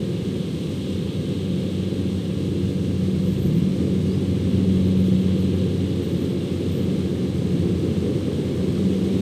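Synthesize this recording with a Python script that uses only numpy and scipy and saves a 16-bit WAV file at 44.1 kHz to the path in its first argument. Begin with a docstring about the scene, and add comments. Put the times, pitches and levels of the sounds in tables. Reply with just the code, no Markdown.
"""A combine harvester creeps toward a microphone standing in a rice field. Its four-cylinder diesel
drones, a slower shaft beats against the firing note, and crop pounds the threshing drum into a roar
over the rumble of the panels. Sieves rattle, stalks ring the knife and straw hisses.
A low hum sweeps up once. Close by, dry leaves brush together; a small bird chirps and thin squeaks
sound high above the drone."""
import sys
import numpy as np
from scipy.fft import rfft, irfft, next_fast_len
from scipy.io import wavfile
from scipy.ndimage import uniform_filter1d, map_coordinates

SR = 44100
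rng = np.random.default_rng(int(sys.argv[2]) if len(sys.argv) > 2 else 0)


def materialize(psi):
    """Save the field psi as 16-bit PCM at rate SR to the path in sys.argv[1].

    A 1-D psi becomes a single channel; in a 2-D psi each row is a channel.
    """
    bounded = np.clip(np.atleast_2d(psi).T, -1, 1)
    quanta = np.round(bounded * 32767).astype(np.int16)
    wavfile.write(sys.argv[1], SR, quanta)


N = 406161

# The diesel. Each row: time in seconds, firing rate in Hz, level of that note in dB, of its octave in dB.
DIESEL = [(0, 95.3, -51.1, -34), (0.65, 94.7, -41, -36.5), (1.2, 95.2, -34.5, -35.0),
          (1.95, 93.8, -29, -27.5), (2.45, 94.56, -30, -31.4), (3.0, 93.97, -32.5, -27.4),
          (3.7, 94.4, -35.6, -26.0), (4.1, 94.6, -29.8, -24.5), (4.45, 94.1, -26.5, -26.7),
          (4.8, 93.63, -26.3, -20), (5.25, 93.2, -28, -20), (5.75, 94.3, -27, -31.1),
          (6.15, 93.56, -34.5, -33.5), (7.3, 92.26, -34.5, -31), (7.9, 94.6, -33.5, -33),
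          (8.4, 94.4, -38, -41.9), (8.85, 94.93, -36.6, -24), (9.21, 95, -31, -27.5)]
# The way toward the microphone. Each row: time in seconds, nearness from 0 (far) to 1 (near).
NEARNESS = [(0, 0.09), (2.9, 0.07), (3.8, 0.51), (7.3, .65), (8.1, 0.91), (9.21, 1)]
# Faint machine tones. Each row: pitch in Hz, opening level in dB, closing level in dB.
MACHINE_WHINES = [(257, -46, -45.5), (348.8, -40.5, -37.5), (412.7, -53, -45.5), (514.3, -51.5, -50),
                  (558, -53.5, -50.5), (631, -80, -56.5), (770, -76, -59), (1618, -65, -70)]
# Spectra of the panels, drum, sieves, straw and leaves. Each row: frequency in Hz, relative level in dB.
PANEL_SPECTRUM = [(10, -46), (28, -40), (45, -21.5), (62, -18.5), (82, -4.5), (120, -1.5), (160, 3),
                  (200, -6.5), (260, -20), (400, -58), (700, -120)]
DRUM_SPECTRUM = [(60, -70), (120, -43), (180, 0), (215, 1.5), (290, -.5), (380, -1), (415, -4.5), (440, -5),
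                 (490, -6), (555, -13.5), (595, -23), (700, -30), (1000, -56), (1600, -120)]
SIEVE_SPECTRUM = [(100, -35), (640, 3), (780, 3.5), (930, 0), (1160, 2.5), (1470, -4), (1700, -1),
                  (1900, -3.5), (2200, 1), (2500, -4.5), (4000, -37), (9000, -90)]
STRAW_SPECTRUM = [(1500, -25), (4000, 3.5), (4600, 3.5), (5200, 1), (6400, -.5), (7200, -3), (8650, 1),
                  (9050, -3.5), (9600, -10.5), (10600, -8), (11300, -11), (12300, -9.5), (14300, -12.5),
                  (14750, -14), (15400, -27)]
LEAF_SPECTRUM = [(3000, -40), (8500, -8), (10300, 0), (11500, 0), (12400, 2), (14300, -1), (15400, -14)]
# The panels' rumble and the knife's ring at the microphone. Each row: time in seconds, level in dB.
PANEL_LEVELS = [(0, -29.5), (1.4, -30.5), (3.7, -26), (5.5, -26.7), (6.2, -29), (7.55, -26), (9.21, -28.5)]
KNIFE_LEVELS = [(0, -47), (1.15, -44.5), (2.8, -47.5), (4.05, -48), (4.75, -45.3), (6.9, -46.3),
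                (7.65, -47.8), (9.21, -46.5)]
# Clumps of crop passing through the drum. Each row: middle in seconds, gain in dB.
CROP_CLUMPS = [(3.85, 1), (6.15, 2), (6.9, 2.5), (8.1, 2.5)]
# The cutter bar's steel. Each row: resonance in Hz, width in Hz, relative level in dB.
KNIFE_RESONANCES = [(2790, 310, -1), (2884, 70, -2.5), (3110, 100, 0), (3333, 180, 0.5), (3470, 170, -2.5),
                    (3720, 115, -0.5), (3950, 220, -3), (4180, 190, -5)]
# Swells in the straw's hiss. Each row: middle in seconds, half length in seconds, gain in dB.
STRAW_SURGES = [(.7, .3, 1), (9.1, 0.27, 0.8)]
# The rising hum's harmonics. Each row: multiple of the pitch, relative level in dB.
HUM_HARMONICS = [(1, -7), (2, 2.5), (3, -9), (4, -19)]
# The bird's chirp and the thin squeaks. Each row: start in seconds, length in seconds,
# first, middle and last pitch in Hz, level in dB, pitch jitter in Hz.
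CALLS = [(3.21, .14, 13200, 13500, 13300, -58, 550), (3.255, .12, 11500, 12050, 12300, -57, 280),
         (3.367, 0.14, 12750, 12800, 11600, -53, 170), (3.38, .14, 12900, 13450, 13700, -57.5, 330),
         (3.525, .08, 14600, 13500, 12400, -54, 150), (4.073, 0.091, 4340, 4720, 5300, -51, 90),
         (6.015, .052, 12100, 13400, 14450, -55, 120), (6.065, .09, 13600, 13700, 13200, -60, 280),
         (6.08, .15, 11450, 11700, 11150, -62, 170), (6.15, .11, 14330, 14100, 13100, -59, 140),
         (6.26, .09, 12400, 11900, 11100, -63, 130), (6.688, .18, 13470, 13400, 13300, -54, 550)]
# Dry leaves near the microphone. Each row: middle in seconds, level in dB.
LEAF_TOUCHES = [(.1, -68), (.75, -66), (4.88, -60), (5.0, -58), (5.07, -60), (5.21, -62), (5.41, -60),
                (5.56, -61)]

# Each pair: level with the machine far off, level with it near.
DRUM_DB, SIEVE_DB, STRAW_DB = (-30, -25), (-49.5, -46.5), (-51, -50)
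SHAFT_DB, SHAFT_OCTAVE_DB = (-44, -35.5), (-39.5, -40.5)


def diesel(firing, note_db, octave_db):
    """The exhaust note wavers on its way over the field; unequal cylinders add weak lines around it."""
    waver_db = lambda: wobble(rate=7)
    overtone = lambda order: np.sin(order * firing + rng.uniform(0, 2 * np.pi))
    note = amp(note_db + waver_db()) * np.sin(firing)
    octave = amp(octave_db + waver_db()) * overtone(2)
    third = amp(note_db - 10) * overtone(3)
    uneven = sum(overtone(order) / order for order in np.arange(5, 23) / 4)  # four firings to a cycle
    return np.sqrt(2) * (note + octave + third) + amp(-36.5 + 0.67 * wobble(2.4)) * unit(uneven)


def thresher(firing):
    """The panels rumble, and dense blows of crop roar in the drum, harder at each firing."""
    rumble_db = curves(PANEL_LEVELS)[0] + 0.6 * wobble(2.91)
    clumps_db = sum(db * swell(s, half_length=0.093) for s, db in CROP_CLUMPS)
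    roar_db = nearing(DRUM_DB) + 0.42 * wobble(2.98) + clumps_db
    rumble = coloured(rng.standard_normal(N), PANEL_SPECTRUM)
    blows = (impacts(rate=2500) + rng.standard_normal(N)) * (1 + 0.19 * np.cos(firing))
    return amp(rumble_db) * rumble + amp(roar_db) * coloured(blows, DRUM_SPECTRUM)


def shaft(pitch_hz=86.4, boom_db=14.1):
    """A shaft a little slower than the firing rate beats against the drone; its octave booms once."""
    angle = phase_of(pitch_hz + 0.1925 * wobble(1))
    note = amp(nearing(SHAFT_DB) + wobble(2.06)) * np.sin(angle)
    octave_db = nearing(SHAFT_OCTAVE_DB) + boom_db * swell(7.57, half_length=0.18)
    octave = amp(octave_db) * np.sin(2 * angle + 0.7 * wobble(6))
    return np.sqrt(2) * (note + octave)


def whines():
    """Other parts of the machine whine faintly, unsteady in pitch and level."""
    tones = np.zeros(N)
    for hz, start_db, end_db in MACHINE_WHINES:
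        level_db = np.linspace(start_db, end_db, N) + 2 * wobble(7)
        pitch_hz = hz * (1 + 0.00904 * wobble(22))
        tones += amp(level_db) * np.sin(phase_of(pitch_hz))
    return np.sqrt(2) * tones


def sieves():
    """The sieves rattle with countless small blows, louder as the machine nears."""
    rattle = impacts(rate=5000) + rng.standard_normal(N)
    return amp(nearing(SIEVE_DB)) * coloured(rattle, SIEVE_SPECTRUM)


def knife(firing):
    """Stalks ring the steel knife as they are cut, with a slight pulse at the crank's rate."""
    def steel(f):  # squaring each peak keeps the ring within its band
        peaks = (amp(2 * db) / (1 + ((f - hz) / width) ** 2) ** 2 for hz, width, db in KNIFE_RESONANCES)
        return np.sqrt(sum(peaks))

    cuts = impacts(rate=8000) + rng.standard_normal(N)
    stroke_db = 0.27 * np.cos(firing / 2) + 0.34 * wobble(25)
    return amp(curves(KNIFE_LEVELS)[0] + stroke_db) * unit(filtered(cuts, steel))


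def straw():
    """The straw gives a bright, grainy hiss that swells slightly twice."""
    hiss = coloured(impacts(rate=5000) + 1.47 * rng.standard_normal(N), STRAW_SPECTRUM)
    surge_db = sum(db * swell(s, half_length) for s, half_length, db in STRAW_SURGES)
    return amp(nearing(STRAW_DB) + surge_db + 0.33 * wobble(16)) * hiss


def rising_hum(peak_s=3.5, hz_at_peak=75.5, hz_per_s=100, peak_db=-22, attack_s=0.46, release_s=0.33):
    """A low hum climbs steadily by more than an octave, swells and fades into the drone."""
    t = np.arange(N) / SR - peak_s
    envelope = np.interp(t, [-attack_s, 0], [0, 1]) ** 2 * np.interp(t, [0, release_s], [1, 0])
    angle = phase_of(np.maximum(hz_at_peak + hz_per_s * t, 1))
    tone = sum(amp(db) * np.sin(k * angle) for k, db in HUM_HARMONICS)
    return amp(peak_db) * envelope * unit(tone)


def bird_and_squeaks(flutter_db=2):
    """Each call is a whistle gliding through three pitches, raspy with pitch jitter and level flutter."""
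    calls = np.zeros(N + SR)
    for s, length, start_hz, middle_hz, end_hz, db, jitter_hz in CALLS:
        progress = np.linspace(0, 1, int(length * SR))
        glide_hz = np.polyval(np.polyfit([0, .5, 1], [start_hz, middle_hz, end_hz], 2), progress)
        jitter = unit(uniform_filter1d(rng.standard_normal(SR), size=40))[:len(progress)]
        envelope = np.sqrt(np.abs(np.sin(np.pi * progress)))
        whistle = np.sin(phase_of(glide_hz + jitter_hz * jitter))
        calls[round(s * SR):][:len(whistle)] += amp(db) * envelope * whistle
    return calls[:N] * amp(flutter_db * wobble(rate=70))


def leaves():
    """Close to the microphone, dry leaves brush each other in short, fine crackles."""
    touch = sum(amp(db) * swell(s, half_length=0.03) for s, db in LEAF_TOUCHES)
    return touch * coloured(impacts(rate=6000), LEAF_SPECTRUM)


def nearing(far_near_db):
    """A part's level in dB, moving from its far to its near value as the machine approaches."""
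    far_db, near_db = far_near_db
    return far_db + (near_db - far_db) * curves(NEARNESS)[0]


def amp(db):
    """Decibels to gain."""
    return 10 ** (np.asarray(db) / 20)


def unit(x):
    """Scaled to rms 1."""
    return x / np.sqrt(np.mean(x ** 2) + 1e-20)


def curves(rows):
    """One value per sample for each column after the time."""
    s, *columns = np.transpose(rows)
    return [np.interp(np.arange(N) / SR, s, column) for column in columns]


def swell(s, half_length):
    """A smooth bump of height 1 around a moment, both arguments in seconds."""
    return np.exp(-((np.arange(N) / SR - s) / half_length) ** 2)


def wobble(rate):
    """A smooth random curve, rate knots a second."""
    return map_coordinates(rng.standard_normal(int(N * rate / SR) + 4), [np.arange(N) * rate / SR])


def impacts(rate):
    """Small blows of random size, about rate a second, at rms 1."""
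    return unit((rng.random(N) < rate / SR) * rng.standard_normal(N))


def phase_of(hz):
    """The running angle of a changing frequency."""
    return 2 * np.pi * np.cumsum(hz) / SR


def filtered(x, response):
    """x with its spectrum multiplied by a response of frequency."""
    size = next_fast_len(N + 8192)
    return irfft(rfft(x, size) * response(np.fft.rfftfreq(size, 1 / SR)), size)[:N]


def coloured(x, spectrum):
    """x shaped by (Hz, dB) points, at rms 1."""
    f, db = np.transpose(spectrum)
    return unit(filtered(x, lambda hz: amp(np.interp(np.log(hz + 1), np.log(f), db))))


def scene():
    """The harvester and the small sounds of the field, heard from one spot in one channel."""
    firing_hz, note_db, octave_db = curves(DIESEL)
    firing = phase_of(firing_hz)
    drone = diesel(firing, note_db, octave_db) + shaft() + whines()
    harvesting = thresher(firing) + sieves() + knife(firing) + straw()
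    return (drone + harvesting + rising_hum() + bird_and_squeaks() + leaves())[None]


def record(dry, top_hz=15500, fade_s=0.004):
    """The microphone's signal fades in and out without a click and keeps nothing above top_hz."""
    t = np.arange(N) / SR
    fade = np.minimum(1, np.minimum(t, t[::-1]) / fade_s)
    return np.array([filtered(fade * channel, lambda hz: hz < top_hz) for channel in dry])


dry = scene()
out = record(dry)
materialize(out)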